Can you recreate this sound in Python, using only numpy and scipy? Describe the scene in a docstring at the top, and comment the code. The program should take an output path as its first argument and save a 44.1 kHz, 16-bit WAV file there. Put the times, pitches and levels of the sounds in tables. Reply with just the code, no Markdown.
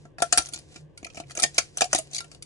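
"""Low room air, a faint wavering hum and a soft rustle of hands and loose struts run throughout, while
pliers grip, twist and snap brittle plastic struts off a hollow printed tube over a wooden bench.
Each crack is a short volley of tiny fractures ringing the tube's stiff walls, while a soft push sets
its air column and the bench going. Hiss, grains and ticks form the rustle; filtered noise is the air,
a wavering sine is the hum, and dying noise sprays are the reflections of the small room."""
import sys
import numpy as np
from scipy import signal
from scipy.fft import rfft, irfft
from scipy.io import wavfile
from scipy.ndimage import uniform_filter1d, map_coordinates

SR = 44100
rng = np.random.default_rng(int(sys.argv[2]) if len(sys.argv) > 2 else 0)


def generate_wav(sig):
    """Save sig (samples, or channels by samples) to the path in sys.argv[1] as 16-bit PCM at SR."""
    pcm = np.round(np.clip(np.atleast_2d(sig).T, -1, 1) * 32767).astype(np.int16)
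    wavfile.write(sys.argv[1], SR, pcm)


N = 108045  # samples

# Spectrum of the room air: pitch_hz, relative density_db
AIR_SPECTRUM = [(21, -26), (35, -9.5), (60, -2), (128, -2.5), (240, -11.5), (330, -6.5), (420, -9.5),
                (582, -12), (654, -21), (1170, -25), (1390, -52), (1530, -26.5), (2300, -36.5), (2800, -33),
                (3600, -40), (4680, -56), (7920, -120)]
# Level of the machine hum over time: time_s, level_db
HUM_LEVEL = [(0.0, -57), (0.05, -48.5), (0.16, -70), (0.2, -54.5), (0.76, -60.5), (0.84, -45), (0.95, -70),
             (1.23, -56.5), (1.26, -48.5), (1.43, -67), (1.47, -51), (1.61, -61), (2.02, -56.5),
             (2.45, -59)]
# Level of the rustle over time: time_s, level_db
RUSTLE_LEVEL = [(0, -66.5), (0.06, -69.5), (0.11, -84), (0.175, -88), (0.19, -51), (0.29, -55.5),
                (0.36, -41), (0.42, -44), (0.45, -50), (0.51, -59), (0.55, -48), (0.6, -57), (0.67, -65),
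                (0.73, -55), (0.77, -51.5), (0.83, -71), (0.88, -85), (0.965, -79), (0.99, -63.5),
                (1.02, -68), (1.05, -69), (1.13, -65.5), (1.16, -53), (1.19, -48), (1.24, -77),
                (1.285, -59), (1.31, -57), (1.345, -64), (1.39, -43), (1.42, -47), (1.48, -62), (1.53, -58),
                (1.56, -43.5), (1.64, -50), (1.72, -64), (1.76, -58.5), (1.79, -40.5), (1.87, -66),
                (1.92, -45.5), (1.97, -38.5), (2.03, -55), (2.1, -60.5), (2.125, -48), (2.155, -47.5),
                (2.175, -45), (2.195, -51), (2.23, -58.5), (2.3, -65), (2.33, -54.5), (2.41, -76),
                (2.445, -62)]
# Spectrum of the rustling hiss: pitch_hz, relative density_db
RUSTLE_SPECTRUM = [(530, -47), (900, -24.5), (1400, -10.5), (2160, -6), (2970, -6.5), (3750, -5.5),
                   (4090, -4), (6470, -6), (9800, -7.5), (11000, -22.5), (12200, -44), (15000, -80.5),
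                   (22000, -120)]
# Cracks, ticks and knocks; the levels are relative, before the trims of each part: start_s,
# snap_db (5.6-7.4 kHz), thud_db (bench), tube_db (air column), low_db (1.2-2.1 kHz),
# mid_db (2-3.1 kHz), high_db (3.8-5.1 kHz), top_db (7.9-10.1 kHz), left_over_right_db, volley_ms
CRACK_EVENTS = [(0.051, -65, -42.5, -50, -60, -90, -72, -73.5, 3.5, 4.7),
                (0.183, -50.5, -70, -44, -39, -61.5, -46.5, -50.5, 1, 0.94),
                (0.201, -48.5, -51.5, -37.5, -59.5, -52, -46.5, -54, 9, 1.3),
                (0.2199, -24, -35, -20.5, -26.5, -32.5, -29.5, -24.5, 1.5, 3.3),
                (0.324, -16, -37, -28, -24.5, -26.5, -23, -18.5, 3.5, 2.7),
                (0.3305, -40.5, -52.5, -35.5, -31.5, -34, -25.5, -35, 2.5, 1.5),
                (0.3736, -25, -33.5, -30, -27.5, -29, -27.5, -17, 4, 2.8),
                (0.379, -18.5, -34.5, -31.5, -27, -23.5, -21, -20, 0, 3),
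                (0.3871, -39, -33, -35, -40.5, -52, -38, -55, 11, 3.9),
                (0.3995, -43.5, -56, -41.5, -45, -52, -45.5, -51, -0.5, 3),
                (0.421, -38.5, -67, -66, -56, -69, -51, -52, 10, 1.7),
                (0.4577, -35.5, -69, -66, -53, -64, -49.5, -43, 2, 0.96),
                (0.468, -47, -74, -60, -56, -61, -43.5, -45, -5, 0.99),
                (0.486, -42, -74, -57.5, -56, -52.5, -49, -44, 6.5, 1.7),
                (0.524, -49, -48, -56, -68, -55, -56, -47, -4, 1.1),
                (0.534, -36, -55, -57, -51, -44, -37.5, -34, -2, 2.2),
                (0.5416, -35, -68, -52, -64, -50, -38.5, -42.5, 3.5, 2.5),
                (0.559, -40.5, -45.5, -60, -66, -51, -42.5, -58, 2, 1.7),
                (0.587, -48.5, -52, -59, -75, -56, -48, -52.5, 6, 1.7),
                (0.7571, -47, -44, -54, -53.5, -46.5, -51.5, -59, 0, 4.4),
                (0.974, -49, -64, -69, -59, -48.5, -49, -48, 0, 2.7),
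                (1.027, -55, -35.5, -49, -63, -51.5, -64, -62, -1, 3),
                (1.0445, -45.5, -64, -59, -86, -38.5, -44.5, -47.5, 3, 3.1),
                (1.0535, -64, -68, -45.5, -84, -49, -76, -76, -2, 1.1),
                (1.065, -44, -65, -85, -47, -44.5, -53, -55, -3, 1.15),
                (1.099, -56, -76, -73, -66, -51, -53, -67, -2, 2.5),
                (1.1445, -47.5, -59, -52.5, -66, -53.5, -70, -60.5, 1.5, 1.5),
                (1.154, -47, -74, -53, -75, -57, -54.5, -57, 2, 2.3),
                (1.169, -48, -69, -54, -64, -43.5, -57, -60, 3, 2.6),
                (1.1725, -50, -35.5, -44, -57, -44.5, -63, -47, 0, 1.5),
                (1.198, -44, -39, -36, -45, -46.5, -45, -53, 3, 4.1),
                (1.2355, -78, -61, -66.5, -85, -53.5, -76.5, -79, -3, 1.9),
                (1.296, -57, -65, -73, -51, -54, -57, -55.5, -1.5, 1.8),
                (1.306, -47, -75, -57.5, -50, -54, -47, -49.5, 2, 2.9),
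                (1.316, -45.5, -61, -76, -57, -52, -46.5, -51, 1, 1.9),
                (1.3507, -38.5, -69, -52, -50, -46, -50, -39, 0.5, 1),
                (1.364, -57, -55, -50, -49.5, -52.5, -52, -52, -2, 5.5),
                (1.372, -26, -77, -47, -49.5, -36.5, -50, -36, -1, 1.5),
                (1.3765, -58, -44, -34.5, -63, -64, -61, -57, 4.5, 2.7),
                (1.387, -57, -75, -56, -40, -47, -41, -40, -3, 3.6),
                (1.3967, -29, -61, -40.5, -41.5, -37.5, -32, -27, 0, 1.7),
                (1.4105, -51.5, -65, -44, -61, -43.5, -49, -55, 4, 1.5),
                (1.421, -24.5, -38, -39, -48, -39, -33, -32, 9.5, 1.7),
                (1.4294, -26, -61, -42, -41, -29.5, -31.5, -24, -11.5, 2.9),
                (1.436, -16.5, -32, -28.5, -26.5, -21.5, -21.5, -24, 3, 1.9),
                (1.4415, -41, -41, -41.5, -55, -48, -37, -50, 9, 2.1),
                (1.446, -50, -47, -35.5, -54, -45, -45, -50, -12, 1.7),
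                (1.4515, -49, -56, -55, -66, -52, -55, -59, 0, 1.4),
                (1.5433, -43, -69, -83, -69, -61, -56, -46.5, 5, 2.1),
                (1.5798, -19.5, -38, -27, -29.5, -19, -19, -21, -0.5, 2.53),
                (1.584, -22, -61, -39, -26.5, -34, -32.5, -43, 7.5, 2.14),
                (1.771, -29.5, -66, -40.5, -41.5, -42, -58, -29, -0.5, 1.54),
                (1.782, -38, -67, -51, -50, -43, -38, -42, 9.5, 1.4),
                (1.8072, -18.5, -47, -32, -26.5, -32, -29, -29.5, 1.5, 2.7),
                (1.8161, -20.5, -36, -18.5, -30, -22, -22.5, -28.5, -0.5, 2.17),
                (1.841, -30.5, -69, -70, -58, -38, -34, -33.5, 2, 1.1),
                (1.8525, -41, -61, -42, -70, -56, -53, -46, 9, 2),
                (1.929, -18.5, -36, -24, -22.5, -27, -31, -21.5, 3, 1.7),
                (1.9464, -23, -28.5, -23.5, -43, -25.5, -26, -22, 2, 1.66),
                (1.955, -28, -35, -45, -67, -39, -34, -37, 3, 4.9),
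                (1.9792, -33, -44, -70, -52, -48, -33.5, -36, 5.5, 1.7),
                (1.9854, -30, -41, -35, -50, -38, -44, -27.5, 0, 1.9),
                (2.111, -52.5, -63, -63, -73, -72, -73, -59, 9, 2.5),
                (2.1316, -36, -59, -58, -73, -51, -41.5, -44, -1, 2.3),
                (2.145, -32, -71, -65, -63.5, -47, -35.5, -39, 3, 3),
                (2.1531, -45, -61, -77.5, -61, -48, -38, -41, -6, 4.3),
                (2.1615, -32.5, -72, -67, -61, -44, -35.5, -45, 8.5, 3.1),
                (2.1675, -52, -78, -70, -73, -67, -45.5, -48, 11, 3.7),
                (2.1795, -34.5, -70, -58, -54.5, -45, -36, -41.5, 1, 3.7),
                (2.186, -38.5, -68, -67, -61, -41, -38, -48, 13, 2),
                (2.2038, -44, -73, -59.5, -41.5, -45, -38, -40.5, -3.5, 2),
                (2.243, -57, -65, -56, -56, -54, -67, -56.5, 4.5, 2.8),
                (2.314, -49.5, -52, -61, -56.5, -51.5, -52, -52.5, 4, 1.7),
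                (2.347, -57, -79, -61, -65, -59, -54, -58, 5, 2.9),
                (2.4225, -42.5, -71, -71, -59, -47.5, -43, -42, 3, 1.7)]
# How the hand holds the tube, each row until the next: from_s, air_pitch_hz, air_ring_length_share,
# lowest_wall_mode_hz, wall_ring_db (for the bands that start under GRIP_UNDER_HZ)
HAND_GRIP = [(0, 693, 0.76, 1350, 3), (.3, 707, 2.3, 1358, -6), (.36, 720.4, 1.03, 1364, -7),
             (.44, 708, 0.88, 1410, -2), (1.0, 690, 0.66, 1307, 11), (1.19, 704, 0.67, 1356, 3),
             (1.34, 685, 1, 1427, 5), (1.376, 540, 0.1, 1420, -3), (1.384, 719, 0.59, 1322, 12),
             (1.425, 695, 0.63, 1840, -3.5), (1.5, 669, 0.44, 1327, -11), (1.7, 726.5, 0.79, 1340, -6),
             (1.9, 650, 0.31, 1323, -7), (1.94, 714, 0.6, 1320, -11), (1.97, 641, 1.1, 1235, -4),
             (2.2, 681, 2.4, 1373, 7), (2.23, 684, 1, 1330, -4)]
# Air column at rest, retuned by the grip in a crack: pitch_hz, relative level_db, t60_s
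AIR_MODES = [(718.5, 7, 0.062), (639, -13, 0.058), (488.5, -28, 0.15)]
# Wall modes before detuning (the grip sets the first pitch): pitch_hz, relative level_db, t60_s
WALL_MODES = [(1337.5, -9, 0.088), (1660, -20.5, 0.032), (2330, -4.5, 0.011), (2880, -16, .015),
              (4605, -12.5, 0.015), (5820, -7.5, 0.0071), (6592, -10, 0.018), (6910, -9.5, 0.0046),
              (8190, -16, 0.026), (9300, -14.5, 0.0075), (9730, -14.5, 0.0091)]
# Bench modes: pitch_hz, relative level_db, t60_s
BENCH_MODES = [(318.7, 0, 0.043), (223, -7.5, 0.019), (110, -17.5, 0.042), (67, -8, 0.09)]
# Bands the fractures sound in, lowest first: low_hz, high_hz, gain_db
FRACTURE_BANDS = [(1178, 2060, 6.5), (1960, 3100, 2), (3766, 5096, 1), (5630, 7360, 1), (7900, 10140, 3.5)]
# Dull knock added at the level of the low band: low_hz, high_hz, gain_db
DULL_KNOCK = (417, 1037, -2.8)
# Low reflections of each crack: low_hz, high_hz, level_db, t60_s
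LOW_REFLECTIONS = (180, 1900.5, -14.5, 0.09)

AIR_DB, AIR_SIDE, AIR_LEFT_OVER_RIGHT_DB = -56.5, 0.7, 1
HUM_HZ, HUM_WIDTH_HZ = 146.3, 10.2
RUSTLE_FLICKER_DB, RUSTLE_SIDE = 0.5, 0.56
RUSTLE_TUBE_DB = -11  # rubbing also stirs the air in the tube
TICKS_PER_S, TICKS_DB = 500, -8  # loose struts tick within the rustle
CRACK_SPAN = int(SR / 10)  # samples
FRACTURES_PER_S, SCATTER_DB = 6000, 4
ATTACK_MS, ATTACK_SHARE, RELEASE_MS = 0.61, 0.24, 1.7  # longer volleys also swell more slowly
PUSH_MS, PUSH_LATE_MS = 0.39, 2.885
AFTER_DB, AFTER_MS = -14.5, 3.9  # small after-shocks keep jolting the air and the bench
TUBE_TRIM_DB, BENCH_TRIM_DB = 7.5, 2.5
DETUNE = 0.026  # each piece breaks with its wall modes shifted by about this share
MODE_SPREAD_DB, GRIP_UNDER_HZ = 4.5, 3000
NEAR_DB, NEAR_T60_S, NEAR_ABOVE_HZ = -1, 0.029, 2100  # bench and wall reflections
ROOM_DB, ROOM_T60_S, ROOM_ABOVE_HZ = -13.5, 0.13, 1730
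RIGHT_LATE_MS = 0.157
CEILING, TOP_HZ = 0.85, 13000


def undb(db):
    """Decibels express amplitude ratios on a logarithmic scale."""
    return 10 ** (np.asarray(db, float) / 20)


def unit(x):
    """Dividing by the root mean square gives a signal unit power."""
    return x / np.sqrt(np.mean(x ** 2))


def band(x, lo_hz, hi_hz):
    """A band-pass filter keeps the energy between two pitches."""
    return signal.sosfilt(signal.butter(2, [lo_hz, hi_hz], "band", fs=SR, output="sos"), x)


def curve(table):
    """Linear interpolation joins (time, level) points into a contour."""
    return np.interp(np.arange(N) / SR, *np.array(table, float).T)


def coloured(table):
    """Spectral shaping: white noise weighted along (pitch, density) points, at unit power."""
    hz, db = np.array(table, float).T
    f = np.fft.rfftfreq(N, 1 / SR) + 1
    weight = undb(np.interp(np.log(f), np.log(hz), db, -60, -60))
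    return unit(irfft(rfft(rng.standard_normal(N)) * weight, N))


def walk(rate):
    """Random modulation: levels drawn at a given rate per second, joined by slopes; spread 1."""
    k = int(SR / rate)
    steps = np.repeat(rng.standard_normal(N // k + 1), k)
    return unit(uniform_filter1d(steps, k)[:N])


def rings(x, modes):
    """Modal superposition: damped resonators, each passing about the power of unit noise."""
    out = 0
    for hz, db, t60 in modes:
        r = 10 ** (-60 / 20 / (t60 * SR))
        poles = [1, -2 * r * np.cos(2 * np.pi * hz / SR), r * r]
        out = out + undb(db) * np.sqrt(1 - r) * signal.lfilter([1, 0, -1], poles, x) / 2
    return out


def echoes(x, db, t60, above_hz, under_hz=10950):
    """Diffuse reflection: a dying spray of band-limited noise, different left and right."""
    t = np.arange(min(SR // 2, x.shape[1])) / SR
    tail = band(rng.standard_normal((2, len(t))), above_hz, under_hz) * undb(-60 * t / t60)
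    tail = tail / np.sqrt(np.sum(tail ** 2, axis=1, keepdims=True))
    return undb(db) * signal.fftconvolve(x, tail, axes=1)[:, :x.shape[1]]


def background():
    """Broadband noise with a wide stereo part makes the air; frequency modulation wavers the hum."""
    air = coloured(AIR_SPECTRUM) + AIR_SIDE * coloured(AIR_SPECTRUM) * np.array([[1], [-1]])
    balance_db = AIR_LEFT_OVER_RIGHT_DB * np.array([[.5], [-.5]])
    pitch_hz = HUM_HZ + HUM_WIDTH_HZ / 2 * walk(8.1)
    hum = np.sqrt(2) * np.sin(2 * np.pi * np.cumsum(pitch_hz) / SR)
    return undb(AIR_DB + balance_db) * air + undb(curve(HUM_LEVEL)) * hum


def rustle():
    """Friction: skin and struts on plastic give a grainy, partly shared hiss with scattered ticks."""
    grains = undb(RUSTLE_FLICKER_DB * (walk(45) + walk(400)))
    strikes = (rng.random(N) < TICKS_PER_S / SR) * rng.exponential(size=N) ** 1.9
    ticks = signal.lfilter([1], [1, -.95], strikes)
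    shape = unit(grains) + undb(TICKS_DB) * unit(ticks)
    sides = np.array([coloured(RUSTLE_SPECTRUM), coloured(RUSTLE_SPECTRUM)])
    hiss = coloured(RUSTLE_SPECTRUM) + RUSTLE_SIDE * sides
    stir = rng.standard_normal((2, N)) + rng.standard_normal(N)
    hiss = hiss + undb(RUSTLE_TUBE_DB) * unit(rings(stir, AIR_MODES))
    return undb(curve(RUSTLE_LEVEL)) * unit(shape * hiss)


def soft_push(ms):
    """Impulsive forcing: a smooth late pulse, then random after-shocks that die away."""
    soft = np.exp(-((ms - PUSH_LATE_MS) / PUSH_MS) ** 2)
    shocks = np.exp(-ms / AFTER_MS) * rng.standard_normal(CRACK_SPAN)
    after = signal.fftconvolve(soft, shocks)[:CRACK_SPAN]
    return soft + undb(AFTER_DB) * after / np.abs(after).max()


def pushed_body(push, modes):
    """Modal excitation: a push sets a body's modes ringing in varying proportion; peak 1."""
    # each mode after the first gets a random strength in every push
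    spread = MODE_SPREAD_DB * rng.standard_normal(len(modes)) * (np.arange(len(modes)) > 0)
    x = rings(push, [(hz, db + s, t60) for (hz, db, t60), s in zip(modes, spread)])
    return x / np.abs(x).max()


def fracture_volley(ms, volley_ms):
    """Brittle fracture: random impulses of either sign under a rising, then dying envelope."""
    rise = np.minimum(ms / (ATTACK_MS + ATTACK_SHARE * volley_ms), 1)
    env = rise * np.exp(-np.maximum(ms - volley_ms, 0) / RELEASE_MS)
    breaks = rng.random(CRACK_SPAN) < FRACTURES_PER_S / SR
    size = undb(-SCATTER_DB * np.log(rng.random(CRACK_SPAN)))
    return env * breaks * size * np.sign(rng.standard_normal(CRACK_SPAN)), np.sqrt(np.mean(env ** 2))


def wall_sound(volley, env_rms, band_levels, wall_hz, ring_db):
    """Plate resonance: the volley and its wall ringing, levelled band by band, over a dull knock."""
    shift = rng.standard_normal(len(WALL_MODES))
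    wall = [(hz * (1 + DETUNE * s), db, t60) for (hz, db, t60), s in zip(WALL_MODES, shift)]
    wall[0] = (wall_hz, *WALL_MODES[0][1:])
    knock_lo, knock_hi, knock_db = DULL_KNOCK
    sound = undb(band_levels[0] + knock_db) * unit(band(volley, knock_lo, knock_hi)) * env_rms
    for level_db, (lo, hi, gain_db) in zip(band_levels, FRACTURE_BANDS):
        grip_db = ring_db * (lo < GRIP_UNDER_HZ)
        modes = [(hz, db + grip_db, t60) for (hz, db, t60), rest in zip(wall, WALL_MODES)
                 if lo < rest[0] <= hi]
        ringing = band(volley + rings(volley, modes), lo, hi)
        sound = sound + undb(level_db + gain_db) * unit(ringing) * env_rms
    return sound


def cracks():
    """Modal resonance: fractures ring the walls as a soft push drives the tube's air and the bench."""
    ms = np.arange(CRACK_SPAN) * 1000 / SR
    low_hz, high_hz, reflect_db, reflect_t60 = LOW_REFLECTIONS
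    out = np.zeros((2, N + CRACK_SPAN))
    for t, snap_db, thud_db, tube_db, low_db, mid_db, high_db, top_db, pan_db, volley_ms in CRACK_EVENTS:
        _, air_hz, share, wall_hz, ring_db = [g for g in HAND_GRIP if g[0] <= t][-1]
        push = soft_push(ms)
        air = [(hz * air_hz / AIR_MODES[0][0], db, t60 * share) for hz, db, t60 in AIR_MODES]
        sound = undb(TUBE_TRIM_DB + tube_db) * pushed_body(push, air)
        sound = sound + undb(BENCH_TRIM_DB + thud_db) * pushed_body(push, BENCH_MODES)
        volley, env_rms = fracture_volley(ms, volley_ms)
        band_levels = (low_db, mid_db, high_db, snap_db, top_db)
        sound = sound + wall_sound(volley, env_rms, band_levels, wall_hz, ring_db)
        sound = undb([[pan_db / 2], [-pan_db / 2]]) * sound
        # each crack gets freshly drawn noise reflections, so no colouring repeats
        low = echoes(sound, reflect_db, reflect_t60, low_hz, high_hz)
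        near = echoes(sound, NEAR_DB, NEAR_T60_S, NEAR_ABOVE_HZ)
        at = int(t * SR)
        out[:, at:at + CRACK_SPAN] += sound + low + near
    return out[:, :N]


def room(x):
    """Interchannel delay and reverberation: direct sound is late on the right, and a tail is added."""
    late_right = map_coordinates(x[1], [np.arange(N) - RIGHT_LATE_MS * SR / 1000])
    return np.array([x[0], late_right]) + echoes(x, ROOM_DB, ROOM_T60_S, ROOM_ABOVE_HZ)


def scene():
    """Linear superposition: handling sounds pass through the room and add to the background."""
    return room(cracks() + rustle()) + background()


def record(dry):
    """Soft saturation rounds the loudest peaks; a steep low-pass filter then cuts the top."""
    rounded = CEILING * np.tanh(dry / CEILING)
    return signal.sosfilt(signal.cheby2(10, 70, TOP_HZ, fs=SR, output="sos"), rounded)


dry = scene()
out = record(dry)
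generate_wav(out)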